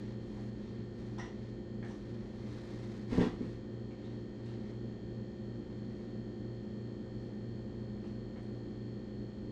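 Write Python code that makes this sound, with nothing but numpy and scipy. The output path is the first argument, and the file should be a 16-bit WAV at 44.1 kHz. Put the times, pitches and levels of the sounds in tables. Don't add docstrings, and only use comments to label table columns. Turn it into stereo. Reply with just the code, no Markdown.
import sys
import numpy as np
from scipy import signal
from scipy.fft import rfft, irfft
from scipy.io import wavfile
from scipy.ndimage import uniform_filter1d

SR = 44100
rng = np.random.default_rng(int(sys.argv[2]) if len(sys.argv) > 2 else 0)


def master(y):
    cut = np.clip(np.atleast_2d(y).T, -1, 1)
    pcm = np.round(cut * 32767)
    wavfile.write(sys.argv[1], SR, pcm.astype(np.int16))


N = 419391

# (multiple of the shaft rate, rms level [dB], left minus right [dB])
STRONG_LINES = [(2, -48.5, 2), (3, -62.7, 1), (4, -54.6, 2), (5, -59.5, 2), (6, -53.5, 2), (7, -60.1, 2),
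                (9, -63.1, 4), (13, -75.9, 2), (31, -73.7, 2), (32, -80.3, 5), (33, -89, 3), (34, -88.5, 5),
                (35, -89, 3), (40, -87.9, 3), (42, -88.9, 2), (47, -93, 4), (52, -90.7, 7), (53, -82.4, 3),
                (54, -79.4, -2), (55, -83.7, 3), (57, -88.6, 10), (59, -93, 14), (66, -92.5, 7),
                (58, -84.6, 6), (69, -92.5, 7), (71, -86.0, -3), (72, -92.5, 6), (73, -77.7, 9),
                (76, -84.5, 7), (77, -88.2, 3), (84, -94.1, 9), (86, -95.0, 7), (87, -94.0, 7),
                (97, -96.3, 5), (113, -91.4, -14), (114, -91.1, -9), (116, -97, 0), (125, -94.5, 8),
                (129, -97.6, 20)]
# (frequency [Hz], rms level [dB])
WEAK_LINES = [(60, -82), (600, -88), (1200, -91), (2000, -96), (5000, -102), (6300, -108), (7300, -103),
              (9000, -122)]
# (frequency [Hz], rms level [dB], pitch wander [Hz])
PURE_TONES = [(51.75, -60, .03), (206.98, -50, .08), (301.2, -61, .1), (376.45, -60, .1), (4404.9, -90, .3)]
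# (time [s], strength [dB], contact [s], crack peak before the room [dB],
#                      favoured mode frequency at the struck spot [Hz], crack ring [Hz])
TABLE_BLOWS = [(3.111, -22, .006, -51, 245, 1900), (3.1213, -28, .00145, -46, 252, 1500),
               (3.1356, -39, .0006, -50, 510, 1000), (3.1498, -24, .0026, -45, 920, 1850),
               (3.1646, -23.5, .004, -55, 128, 1000), (3.1775, -16, .00155, -43, 120, 1050),
               (3.1888, -23.5, .00125, -46, 246, 1500), (3.1958, -46, .0009, -39, 420, 1850),
               (3.2058, -17.5, .0023, -42, 500, 3300), (3.2134, -29, .0008, -41, 890, 1900),
               (3.2348, -31, .0004, -46, 470, 2600), (3.2645, -27, .0018, -55, 238, 1000),
               (3.2915, -33.5, .0034, -60, 173, 1900), (3.4052, -29.5, .0022, -56, 246, 1900),
               (3.4412, -33.5, .0023, -56, 244, 1900)]
# (frequency [Hz], level [dB], t60 [s])
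TABLE_MODES = [(19, -13, .18), (47.8, -6.5, .4), (114, -14, .16), (173, -7, .175), (245, 1, .11),
               (295.5, -12, .45), (328, -8, .11), (423.5, -.5, .1), (487.5, -7, .4), (524, -14, .12),
               (604, -7, .05), (738, -19, .3), (788, -13.5, .16), (910, -10.5, .2), (1011, -7.5, .13)]
# (time [s], peak before the room [dB], tilt [dB per octave], ring [Hz], ring boost [dB])
CLICK_EVENTS = [(.37, -50.5, -6.5, 1600, 6), (1.182, -41, -1.5, 3200, -1), (1.186, -42, 2, 5600, 15),
                (1.196, -39, 3, 1910, 17.5), (1.215, -49, 0, 4300, 3), (1.235, -46, 0, 3400, 5),
                (1.255, -51, 3, 5500, 6), (1.274, -54, 3, 1900, 8), (1.189, -49, 2, 1700, 9),
                (1.828, -43.5, -3, 1860, 13), (1.849, -51, 5, 1870, 7), (1.87, -58, 4, 1950, 10),
                (1.885, -53, 7, 5000, 4), (1.9, -49, -2, 6030, 12), (3.734, -62, 2, 910, -3),
                (3.91, -53, 0, 2300, 8), (4.045, -53, 2, 3700, 8), (4.07, -57, -2, 4000, 15),
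                (4.1, -59, 0, 2000, 8), (4.46, -52, 5, 3800, 6), (4.489, -52.5, 1, 4000, 10),
                (4.51, -59, 2, 2000, 10), (4.7, -56, -1, 2000, 8), (5.7, -57, 0, 2000, 9),
                (5.91, -62, 6, 1950, 21), (5.96, -65, 9, 2000, 22), (5.99, -61, 6, 2100, 25),
                (7.2, -64, -1, 1950, 16), (8.043, -51.5, 0.5, 2600, 6), (8.062, -57, 4, 2700, 5),
                (8.1, -62, 6, 3200, 9), (8.361, -48, -4, 1900, 3), (8.372, -57, 0, 3300, 8),
                (8.43, -62, 8, 8500, 10)]
# (frequency [Hz], relative density [dB per Hz])
SNAP_SPECTRUM = [(400, -31.5), (700, -2.5), (950, -2.5), (1300, -6), (2000, -7.5), (2600, -10), (3500, -12),
                 (4500, -20.5), (5700, -21.5), (8800, -29), (11500, -55)]
# (start [s], length [s], rms level [dB], gain of the treble [dB])
CLOTH_MOVES = [(-.1, 0.22, -64.5, -3), (0.17, 0.3, -66, 3.5), (0.514, 0.3, -67, -6),
               (0.918, 0.24, -66.5, 2.5), (1.3, 0.23, -68, -8), (1.827, 0.16, -66.5, 4.5),
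               (1.985, 0.24, -67.5, 0), (2.192, 0.83, -60.5, 2), (3.068, 0.19, -50.5, 1),
               (3.32, 0.24, -65, 1), (3.898, 0.29, -70, -10), (4.312, 0.39, -67, -5), (5.62, 0.5, -74, -2),
               (7.168, 0.12, -76, 6), (8.02, 0.091, -74, 2), (8.3, 0.27, -78, 5)]
# (frequency [Hz], relative density [dB per Hz])
CLOTH_SPECTRUM = [(300, -16.5), (900, 3), (1400, -3.5), (2050, 0.5), (2500, -3.5), (3000, -7.5), (3900, -3),
                  (4800, -7), (6500, -12.5), (8800, -23.5), (12000, -35.5)]
# (frequency [Hz], density [dB per Hz])
AIR_SPECTRUM = [(20, -86), (37, -88.5), (45, -75), (65, -75), (150, -79), (350, -80), (530, -83.5),
                (650, -89.5), (1200, -99), (1900, -101), (2500, -108), (4300, -109), (7500, -120),
                (9500, -133), (13000, -138)]
# (frequency [Hz], width [Hz], shared sound above the air [dB])
STANDING_WAVES = [(56.4, 12, 0), (110, 47, 3), (185, 22, 5.5), (212.9, 27.6, 13), (237.9, 11, 8),
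                  (292, 22, 9.5), (344.7, 25, 7), (445.5, 41, 3.5), (497, 22, 3.5), (770, 7, 3),
                  (3300, 740, 4.5), (4330, 560, 3), (4870, 370, 4), (6700, 300, 2), (7400, 520, 7)]
# (frequency [Hz], likeness, limited to 0-1 when used)
CHANNEL_LIKENESS = [(30, .9), (100, 1), (300, 0.5), (500, 0.7), (800, 0.5), (1200, 0.63), (2000, 0.63),
                    (4000, -2), (8000, -1.5)]
# (frequency [Hz], left minus right [dB])
CHANNEL_BALANCE = [(60, 1.5), (500, 1), (1000, 1.5), (3000, 3), (8000, 3), (12000, -7.5)]
# (frequency [Hz], t60 [s])
ROOM_DECAY = [(150, 0.45), (600, 0.47), (2000, 0.32), (6000, 0.37), (12000, 0.061)]

LAG_S = .00007
LEAD = 256

MAINS_HZ, MAINS_DB = 119.977, -54.3
IN_STEP_S = .13
SHAFT_HZ, SPEEDUP_HZ_PER_S = 58.4933, .00175
WHINE_MULTIPLE, WHINE_BEFORE_DB, WHINE_GAIN_DB = 74, -75.5, 9.5
WHINE_GROWTH_S, WHINE_RISE_S = 4.3, 1.6
WHINE_RIGHT_DB, WHINE_TURN_RAD = -79, 2.95
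PARTNER_DB = -80.5

SPOT_DB_PER_OCTAVE = 5
TABLE_WET_DB = -16
SWELL_SHARE, FADE_S, STILL_DB = .4, .04, -82
TOP_HZ = 13300


def undb(db):
    return 10 ** (np.asarray(db) / 20)


def on_log(hz, table):
    at, value = np.transpose(table)
    return np.interp(np.log(np.maximum(hz, 1)), np.log(at), value)


def colour(x, table, more_db=0):
    hz = np.fft.rfftfreq(x.shape[-1], 1 / SR)
    gain = undb(on_log(hz, table) + more_db) * np.sqrt(SR / 2)
    return irfft(rfft(x) * gain, x.shape[-1])


def walk(rate):
    hold = int(SR / rate)
    steps = np.repeat(rng.standard_normal(N // hold + 1), hold)
    return 1.16 * uniform_filter1d(uniform_filter1d(steps, hold), hold)[:N]


def pair(pan_db):
    return undb(np.array([[pan_db], [-pan_db]]) / 2)


def diffuse(mid_db=0):
    hz = np.fft.rfftfreq(N, 1 / SR)
    alike = np.clip(on_log(hz, CHANNEL_LIKENESS), 0, 1)
    mid, side = rfft(rng.standard_normal((2, N))) * np.sqrt([(1 + alike) / 2, (1 - alike) / 2])
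    mid = mid * undb(mid_db)
    half = undb(on_log(hz, CHANNEL_BALANCE) / 2) * np.exp(-1j * np.pi * hz * LAG_S)
    return irfft(np.array([(mid + side) * half, (mid - side) / half]), N)


def room(x, wet_db):
    t = np.arange(SR // 2) / SR
    hz = np.fft.rfftfreq(len(t), 1 / SR)
    noise = rfft(diffuse()[:, :len(t)])
    tail = 0
    for band, (_, t60) in enumerate(ROOM_DECAY):
        share = on_log(hz, [(row[0], j == band) for j, row in enumerate(ROOM_DECAY)])
        tail = tail + irfft(noise * share, len(t)) * undb(-60 * t / t60)
    tail = tail * (1 - np.exp(-t / 0.0026))
    tail = tail * undb(wet_db) / np.sqrt(np.mean(np.sum(tail ** 2, axis=1)))
    return x * pair(2.3) + signal.fftconvolve(x[None], tail, axes=1)[:, :N]


def crack(db, tilt_db, decay_s, ring_hz=2000., ring_db=0):
    t = (np.arange(2048) - LEAD) / SR
    burst = 0.14 * rng.standard_normal(len(t)) * np.exp(-np.abs(t) / decay_s) * (t > 0)
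    burst[LEAD] = 1
    hz = np.maximum(np.fft.rfftfreq(len(t), 1 / SR), 100)
    tilt = tilt_db * np.log2(hz / 2000)
    ring = ring_db / (1 + (6 * np.log2(hz / ring_hz)) ** 2)
    burst = colour(burst, SNAP_SPECTRUM, tilt + ring)
    return burst * undb(db) / np.abs(burst).max()


def add(track, s, sound):
    i = int(s * SR) - LEAD
    track[i:i + len(sound)] += sound


def compressor():
    t = np.arange(N) / SR - IN_STEP_S
    turn = np.cumsum(SHAFT_HZ + SPEEDUP_HZ_PER_S * t + .001 * walk(.7)) * 2 * np.pi / SR
    turn -= turn[int(IN_STEP_S * SR)]
    slip = 2 * np.pi * MAINS_HZ * t - 2 * turn
    strong = {round(k): (db, pan_db) for k, db, pan_db in STRONG_LINES}
    waver = [walk(2.52)[::64] for _ in range(5)]
    growth = 1 / (1 + np.exp((WHINE_GROWTH_S - IN_STEP_S - t) / WHINE_RISE_S))
    whine_db = WHINE_BEFORE_DB + WHINE_GAIN_DB * growth
    count = 152
    chance = rng.standard_normal((count, 3))
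    out = np.zeros((2, N))
    shaft = np.exp(1j * turn + .0025j * np.sin(slip))
    z = np.ones(N, complex)
    for k in range(1, count):
        z = z * shaft
        hz = k * SHAFT_HZ
        weak_db = on_log(hz, WEAK_LINES) + np.clip(4 * chance[k, 0], -12, 4)
        db, pan_db = strong.get(k, (weak_db, 3 + 7 * chance[k, 1]))
        start = 0 if k == 2 else 3 * chance[k, 2]
        spread = 2 * np.pi * hz * LAG_S + np.clip(k / 60 * chance[k, 1], -.8, .8)
        drift_db = .6 * waver[k % 5]
        gain = np.repeat(undb(db + drift_db), 64)[:N] * np.sqrt(2)
        ears = np.exp(1j * (start + np.array([[-spread], [spread]]) / 2)) * pair(np.clip(pan_db, -14, 14))
        ears /= max(abs(ears.mean()), .45)
        for channel, ear in zip(out, ears[:, 0]):
            channel += gain * (ear * z).real
        if k == WHINE_MULTIPLE:
            left = undb(whine_db) + undb(PARTNER_DB) * np.exp(1j * slip)
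            right = undb(WHINE_RIGHT_DB) * np.exp(1j * WHINE_TURN_RAD)
            out[0] += np.sqrt(2) * (left * z).real
            out[1] += np.sqrt(2) * (right * z).real
    mains = undb(MAINS_DB + 0.65 * walk(0.83)) * np.sqrt(2) * np.cos(2 * np.pi * MAINS_HZ * t)
    return out + mains * pair(1.5)


def fans_and_high_whine():
    out = 0
    for hz, db, wander_hz in PURE_TONES:
        phase = 2 * np.pi * (np.cumsum(hz + wander_hz * walk(0.94)) / SR + rng.random())
        out = out + undb(db + 0.56 * walk(1.3)) * np.sqrt(2) * np.cos(phase)
    return out * pair(1.6)


def table_ring(spot_hz):
    t = np.arange(SR // 2) / SR
    ring = 0
    for k, (hz, mode_db, t60) in enumerate(TABLE_MODES):
        spot_loss_db = SPOT_DB_PER_OCTAVE * min(abs(np.log2(hz / spot_hz)), 1.5)
        mode = undb(mode_db - spot_loss_db - 60 * t / t60) * np.sin(2 * np.pi * hz * t)
        ring = ring + (-1) ** k * mode
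    return ring


def knock():
    wood, snap = np.zeros(N), np.zeros(N)
    for s, db, contact_s, crack_db, spot_hz, ring_hz in TABLE_BLOWS:
        push = np.hanning(int(contact_s * SR) + 3)
        response = signal.fftconvolve(table_ring(spot_hz), push / push.sum())
        add(wood, s + LEAD / SR, undb(db) * response)
        add(snap, s, crack(crack_db, 0., 0.0064, ring_hz, 8.))
    return room(wood, TABLE_WET_DB) + room(snap, 9.6)


def clicks():
    out = np.zeros(N)
    for s, db, tilt_db, ring_hz, ring_db in CLICK_EVENTS:
        add(out, s, crack(db, tilt_db, 0.0019, ring_hz, ring_db))
    return room(out, 8.6)


def cloth():
    t = np.arange(N) / SR
    grains = undb(0.63 * walk(30) + 1.9 * walk(400)) * diffuse()
    rub = colour(grains, CLOTH_SPECTRUM)
    rub = rub / np.sqrt(np.mean(rub ** 2))
    treble = signal.sosfilt(signal.butter(2, 5000., "high", fs=SR, output="sos"), rub)
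    gain, treble_gain = undb(STILL_DB), 0
    for s, length_s, db, bright_db in CLOTH_MOVES:
        rise = np.clip((t - s) / (SWELL_SHARE * length_s), 0, 1)
        fade = np.exp(-np.maximum(t - s - length_s, 0) / FADE_S)
        move = undb(db) * rise * fade
        gain = gain + move
        treble_gain = treble_gain + (undb(bright_db) - 1) * move
    return gain * rub + treble_gain * treble


def air():
    hz = np.fft.rfftfreq(N, 1 / SR)
    bumps_db = sum(db / (1 + (2 * (hz - f) / width) ** 2) for f, width, db in STANDING_WAVES)
    return colour(diffuse(bumps_db), AIR_SPECTRUM) * undb(.5 * walk(1.575))


def scene():
    return compressor() + fans_and_high_whine() + knock() + clicks() + cloth() + air()


def record(dry):
    return signal.sosfilt(signal.ellip(8, .2, 60, TOP_HZ, fs=SR, output="sos"), dry)


dry = scene()
out = record(dry)
master(out)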